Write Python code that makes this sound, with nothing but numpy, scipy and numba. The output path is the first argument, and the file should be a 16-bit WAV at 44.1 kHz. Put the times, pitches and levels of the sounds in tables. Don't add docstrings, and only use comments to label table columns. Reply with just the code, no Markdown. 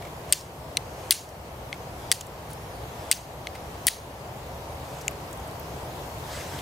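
import sys
import numpy as np
from scipy import signal
from scipy.fft import rfft, irfft, next_fast_len
from scipy.io import wavfile
from scipy.ndimage import uniform_filter1d
from numba import njit

SR = 44100
rng = np.random.default_rng(int(sys.argv[2]) if len(sys.argv) > 2 else 0)


def how_loud(loudness_db):
    steps = np.asarray(loudness_db, float) / 20
    return 10 ** steps


def wrap_up_sound(samples):
    columns = np.atleast_2d(samples).T
    tamed = np.clip(columns, -1, 1)
    steps = np.round(tamed * 32767).astype(np.int16)
    wavfile.write(sys.argv[1], SR, steps)


N = 291706

# t/s, level/dB, contact point along the bar [0-1], hardness [dB per octave], grip [damping re usual]
STRIKES = [
    (0.3246, 8.5, 0.52, 2.5, 0.93),
    (0.7706, -1, 0, -1, 0.82),
    (1.1085, 11.5, 0.95, -1.5, 0.74),
    (2.116, 8, 0.62, -2.5, 1.9),
    (3.1141, 8, 0.51, 0, 1.65),
    (3.8691, 10, 0.88, 6, 2.5),
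]
# first touch/dB re blow, start level/dB, end level/dB, length/s, spray of chips/dB
SCRAPES = [(-40, -2, -8.5, 0.0097, -28.5), (-50, -7, -15, 0.0035, -59), (-35, -10, -3, .018, -23),
           (-62, -8.5, -4, 0.0091, -31.5), (-36, -5.5, -12.5, .014, -30.5), (-33, -10.5, -4, 0.017, -28)]
# f/Hz, width/Hz, level/dB at the curl, the middle, the far end
EDGE = [(2100, 450, 9, 2.5, -32), (2800, 650, 5, -1, -7), (4020, 480, -1, -8, -1), (4510, 350, 0, 1, -0.5),
        (5800, 340, -12, -33, -6), (6360, 170, -28, -2.5, -4), (8600, 164, -1, -1.5, 0),
        (9300, 400, -6, -9, 1), (10670, 520, -15, -8, 1.5), (14500, 400, -32, -7, -21),
        (15600, 400, -28, -31, -3)]


def unit(x):
    return x / np.sqrt(np.mean(x ** 2) + 1e-20)


def along(points, hz):
    f, v = np.transpose(points)
    return np.interp(np.log(hz + 1), np.log(f + 1), v)


def filtered(x, response):
    n = x.shape[-1]
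    m = next_fast_len(n + 8192)
    return irfft(rfft(x, m) * response(np.fft.rfftfreq(m, 1 / SR)), m)[..., :n]


def modes(peaks):
    def ring(f):
        total = 0
        for k, (centre, width, db) in enumerate(peaks):
            resonance = 1j * f * width / (centre * centre - f * f + 1j * f * width)
            total = total + (-1) ** k * how_loud(db) * resonance
        return total

    top = np.abs(filtered(np.eye(1, 512)[0], ring)).max()
    return lambda f: ring(f) / top


def patches(shape, bins, frames):
    field = uniform_filter1d(rng.standard_normal(shape), size=bins, axis=0)
    return unit(uniform_filter1d(field, size=frames, axis=1))


def rush(spectrum, alike, patchy_db):
    z = signal.stft(rng.standard_normal((2, N)), nperseg=512)[2]
    z = z * how_loud(patchy_db * patches(z.shape[1:], 6, 14))
    pair = signal.istft(z, nperseg=512)[1][:, :N]

    def mid_side(hz):
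        turn = np.arccos(np.clip(along(alike, hz), -1, 1)) / 2
        return how_loud(along(spectrum, hz)) * [np.cos(turn), np.sin(turn)]

    mid, side = filtered(pair, mid_side)
    return unit(np.array([mid + side, mid - side]))


def add(out, s, x):
    part = out[..., round(s * SR):][..., :x.shape[-1]]
    part += x[..., :part.shape[-1]]


def struck(body, point, hard_db=0, grip=1):
    peaks = []
    for hz, width, *dbs in body:
        db = np.interp(point, np.linspace(0, 1, len(dbs)), dbs)
        peaks.append((hz, width * grip, db + hard_db * np.log2(hz / 5000)))
    return peaks


def first_touch(t, db):
    return how_loud(db) * rng.standard_normal(len(t)) * (t < 0) * np.clip(1 + t / .0015, 0, 1) ** .3


def blow(t, lead, db, ring):
    chatter = rng.standard_normal(len(t)) * how_loud(-60 * t / .009) * (t > 0)
    push = (np.arange(len(t)) == lead) + .07 * chatter
    return how_loud(db) * filtered(push, modes(ring + [(4630, 1800, -15)]))


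def scrape(t, start_db, end_db, length, edge):
    grit, size = rng.standard_normal((2, len(t)))
    slope_db = (end_db - start_db) * np.clip(t / length, 0, 1)
    leaving_db = -60 * np.clip(t - length, 0, 1) / 0.0082
    slide = how_loud(start_db + slope_db + leaving_db) * (t > 0)
    grains = slide * unit(grit * how_loud(3 * unit(uniform_filter1d(size, size=8))))
    return how_loud(-13.0) * filtered(grains, modes(edge + [(2045, 580, 0.5), (7050, 17000, -13.5)]))


def striker():
    # f/Hz, width/Hz, level/dB when struck at the curl, the middle, the far end
    steel = [(2070, 108, -10, -2.5, -19), (2800, 170, -22, -27, -35), (3280, 290, -6, -6, -13),
             (4130, 220, 5.5, -20, -20), (4680, 480, -12, -8, -4.5), (6050, 200, 1, -9.5, -11),
             (7400, 260, -28, -9.5, -7), (8500, 420, 2.5, 0.5, -12.5), (10500, 157, -25, -5, 0),
             (11600, 100, -17, -10, -29), (13520, 350, -36, -17.5, -7), (13800, 150, -29, -9, -28),
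             (14440, 360, -43, -63, -3)]
    # t/s, level/dB, L-R/dB
    knock = (5.0808, -2, 4)
    # f/Hz, width/Hz, level/dB
    flint = [(2260, 380, 3.5), (2820, 450, 3), (7030, 420, 5.5), (11200, 870, 0.5), (14800, 450, -36)]
    # t/s, level/dB, hardness [dB per octave]
    taps = [
        (1.7283, -14, -1),
        (3.4708, -13.5, 1.5),
    ]
    # f/Hz, width/Hz, level/dB
    laid = [(2130, 170, 13), (3430, 260, 4.5), (4070, 280, 5), (6300, 350, -3), (8100, 400, -7),
            (10300, 1100, -10.5), (15300, 500, -16)]
    # first touch/dB re blow, start level/dB, end level/dB, length/s (negative: already leaving)
    light = (-51, -56, -15, -0.14)
    # f/Hz, extra L-R/dB
    aslant = [(1500, 3.5), (4000, 0), (9000, 1.5), (14000, 2.5)]
    strike_pan_db, tap_pan_db = 2.5, 1.8
    bright_hz, bright_grows = 11900, 0.77

    contacts = [(*knock, flint, flint, *light)]
    for (s, db, point, hard_db, grip), slide in zip(STRIKES, SCRAPES):
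        ring = struck(steel, point, hard_db, grip)
        contacts.append((s, db, strike_pan_db, ring, struck(EDGE, point), *slide[:4]))
    for s, db, hard_db in taps:
        contacts.append((s, db, tap_pan_db, struck(laid, 0, hard_db), laid, *light))

    out, rasp, lead = np.zeros((2, N)), np.zeros(N), 128
    t = (np.arange(2600) - lead) / SR
    for s, blow_db, pan_db, ring, edge, bite_db, start_db, end_db, length in contacts:
        touch = np.diff(first_touch(t, blow_db + bite_db), prepend=0)
        scraped = scrape(t, start_db, end_db, length, edge)
        corner_hz = bright_hz * how_loud(bright_grows * max(blow_db, -3))

        def radiated(hz):
            return (1j * hz / (1080 + 1j * hz)) ** 3 / (1 + 1j * hz / corner_hz) ** 2

        heard = filtered(touch + blow(t, lead, blow_db, ring) + scraped, radiated)
        add(out, s - lead / SR, heard * how_loud([[pan_db / 2], [-pan_db / 2]]))
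        add(rasp, s - lead / SR, scraped)
    return filtered(out, lambda hz: how_loud(along(aslant, hz) * [[.5], [-.5]])), rasp


def spray():
    # f/Hz, t60/s
    decay = [(1000, 0.22), (3000, 0.3), (7000, 0.3), (14000, 0.24)]
    # f/Hz, level/dB
    tint = [(900, -21), (1600, -10), (2500, -9.5), (4500, -6), (6600, -3), (8000, -9), (10500, -9),
            (12500, -11), (15800, -12), (16300, -40)]
    out = np.zeros((2, N))
    for (s, _, point, *_), (*_, db) in zip(STRIKES, SCRAPES):
        hz, t, z = signal.stft(rng.standard_normal((3, SR // 2)), SR, nperseg=256)
        tinge = 1
        for centre, width, mode_db in struck(EDGE, point):
            bump = np.exp(-((hz - centre) / max(width, 350)) ** 2)
            tinge = tinge + 0.47 * how_loud(1.8 * mode_db) * bump
        colour = how_loud(along(tint, hz)) * tinge
        fade = how_loud(-60 * t / along(decay, hz)[:, None]) * (1 - np.exp(-(t / 0.015) ** 2))
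        gain = colour[:, None] * how_loud(2.2 * patches(z.shape[1:], 5, 4)) * fade
        tail = signal.istft(z * gain, SR, nperseg=256)[1]
        add(out, s, how_loud(db + 12.0) * (tail[0] + 0.19 * tail[1:]))
    return out


def trunks(x):
    out, t = np.zeros((2, N)), np.arange(SR // 2) / SR
    for s, *_ in STRIKES:
        fade = how_loud(-60 * t / 0.44) * (1 - np.exp(-(t / 0.02) ** 2))
        tail = rng.standard_normal((2, len(t))) * fade
        tail = tail / np.linalg.norm(tail[0])
        start = round(s * SR) - 200
        add(out, start / SR, signal.fftconvolve(x[None, start:start + 2600], tail, axes=1))
    return out


def grit_ticks():
    # t/s, peak level/dB
    nudges = [(.0214, -33), (.049, -32.5), (0.0684, -35.5), (1.74, -35), (2.4698, -43), (3.5464, -39),
              (3.5506, -31), (3.5714, -55), (6.4073, -31.5)]
    # t/s, peak
    # level/dB, f/Hz
    chips = [(0.409, -28, 5370), (1.2094, -34, 5680), (1.2894, -33, 5780), (2.2087, -20, 6600),
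             (2.21, -25.5, 3200), (2.2672, -34, 7930), (2.4917, -39, 11500), (2.5034, -37, 10300),
             (2.512, -34, 10000), (2.5316, -31, 9720), (3.5584, -40, 8550), (4.2465, -45, 2580),
             (4.985, -38, 6980), (5.012, -31, 5400), (5.018, -38, 8000), (5.11, -36, 11600),
             (5.3105, -40, 8500), (5.329, -28, 7400), (5.3732, -37, 9500), (5.3994, -40, 6600),
             (5.4755, -39, 8300), (5.5114, -36, 3900), (5.5962, -31, 13200), (6.5886, -26.5, 3200)]
    ticks = [(s, db, 2150, .01) for s, db in nudges]  # Hz, s
    ticks += [(s, db, hz, .0045) for s, db, hz in chips]
    out, t = np.zeros(N), np.arange(1200) / SR
    for s, db, hz, length in ticks:
        envelope = how_loud(-18 * t / length) * (1 - np.exp(-t / (0.18 * length)))
        burst = rng.standard_normal(len(t)) * envelope
        click = filtered(burst, modes([(hz, 0.12 * hz, 0), (1.1 * hz, 1.8 * hz, -13)]))
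        add(out, s, how_loud(db) * click / np.abs(click).max())
    return out * how_loud([[.8], [-.8]])


def squeak():
    middle_s, half_s, top_hz, top_db = 2.64, .09, 5530, -60
    sag_hz, fade_db = 550, 1
    off = ((np.arange(N) / SR - middle_s) / half_s) ** 2
    waver = unit(uniform_filter1d(rng.standard_normal((2, N)), size=150, axis=1))
    hz = top_hz - sag_hz * np.clip(off, 0, 2)
    phase = 2 * np.pi * np.cumsum(hz * (1 + .008 * waver[0])) / SR
    level = how_loud(top_db - fade_db * off + 3 * waver[1])
    return level * (np.sin(phase) + .8 * np.sin(2 * phase))


def sleeves():
    # t/s, half length/s, level/dB
    brushes = [(0.299, 0.019, -47), (1.072, 0.098, -49), (2.07, 0.11, -52.5), (2.518, 0.025, -49.5),
               (3.052, 0.098, -51.5), (3.835, 0.17, -53.5), (4.944, 0.1, -49.5), (5.782, 0.043, -66),
               (6.367, 0.063, -41), (6.56, 0.17, -45.5)]
    # f/Hz, level/dB per Hz
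    cloth = [(710, -44), (1200, -2), (2430, -6.5), (2860, -6), (7490, -10), (12100, -18), (16000, -40)]
    t = np.arange(N) / SR
    power = sum(how_loud(2 * db) * np.exp(-((t - s) / half) ** 2) for s, half, db in brushes)
    return np.sqrt(power) * rush(cloth, [(1000, 0.94), (10000, 0.93)], patchy_db=-2.5)


def distance():
    # f/Hz, level/dB per Hz
    traffic = [(13, -45), (25, -22), (40, -16), (52, -7), (66, -2.5), (92, -2.5), (144, -2), (187, -10.5),
               (256, -12), (638, -6.5), (947, -9.5), (1400, -18.5), (2260, -22), (3250, -27.5),
               (5500, -120)]
    # f/Hz, level/dB per Hz
    air = [(1060, -1), (1800, -9.5), (2060, -11), (2920, -4), (3350, -2.5), (4880, -4.5), (5540, -5.5),
           (6020, -5.5), (9330, -11), (11700, -9.5), (15100, -12), (16000, -26)]
    # f/Hz, correlation [-1 to 1]
    alike = [(60, 1.0), (130, 1), (290, 0.91), (640, 0.84), (1410, -0.0059), (3100, -0.18), (6820, 0.28),
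             (15000, 1)]
    # f/Hz, width/Hz, level/dB
    drone = [(67, 9.9, 0)]
    # f/Hz, L-R/dB
    lean = [(60, 0), (250, .2), (600, 1.5), (1500, 1.4), (5000, .5), (15000, .3)]
    breeze_s, breeze_db_per_s = 5.5, 3.5
    air_db = -48 + breeze_db_per_s * np.clip(np.arange(N) / SR - breeze_s, 0, None)
    both = how_loud(-37) * rush(traffic, alike, patchy_db=0.5)
    both += how_loud(air_db) * rush(air, alike, patchy_db=1.35)
    both += how_loud(-49) * unit(filtered(rng.standard_normal(N), modes(drone)))
    return filtered(both, lambda hz: how_loud(along(lean, hz) * [[.5], [-.5]]))


def scene():
    steel, rasp = striker()
    echo = how_loud(-27.5) * trunks(rasp + 0.42 * steel[0])
    return steel + echo + spray() + grit_ticks() + sleeves() + distance() + squeak()


@njit
def follow(want, fall, rise, g):
    out = np.empty_like(want)
    for i in range(len(want)):
        g += (want[i] - g) * (fall if want[i] < g else rise)
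        out[i] = g
    return out


def low_pass(x):
    return signal.sosfilt(signal.butter(12, 16560, fs=SR, output="sos"), x)


def record(dry):
    power = np.abs(uniform_filter1d(np.mean(dry ** 2, axis=0), size=88))
    level_db = 10 * np.log10(power + 1e-12)
    slow_want = -.6 * np.clip(level_db + 10.5, 0, 40)
    quick_want = -.4 * np.clip(level_db + 16.0, 0, 40)
    slow_db = follow(slow_want, 1 / (0.0018 * SR), 1 / (.7 * SR), -2)
    quick_db = follow(quick_want, 1 / (0.0024 * SR), 1 / (.15 * SR), 0.)
    x = dry * how_loud(slow_db + quick_db)
    x = x / (1 + np.abs(x / .88) ** 6) ** (1 / 6)
    x = filtered(x, lambda hz: how_loud(-40 * np.clip((hz - 15780) / 200, 0, 1) ** 2))
    return low_pass(x)


dry = scene()
out = record(dry)
wrap_up_sound(out)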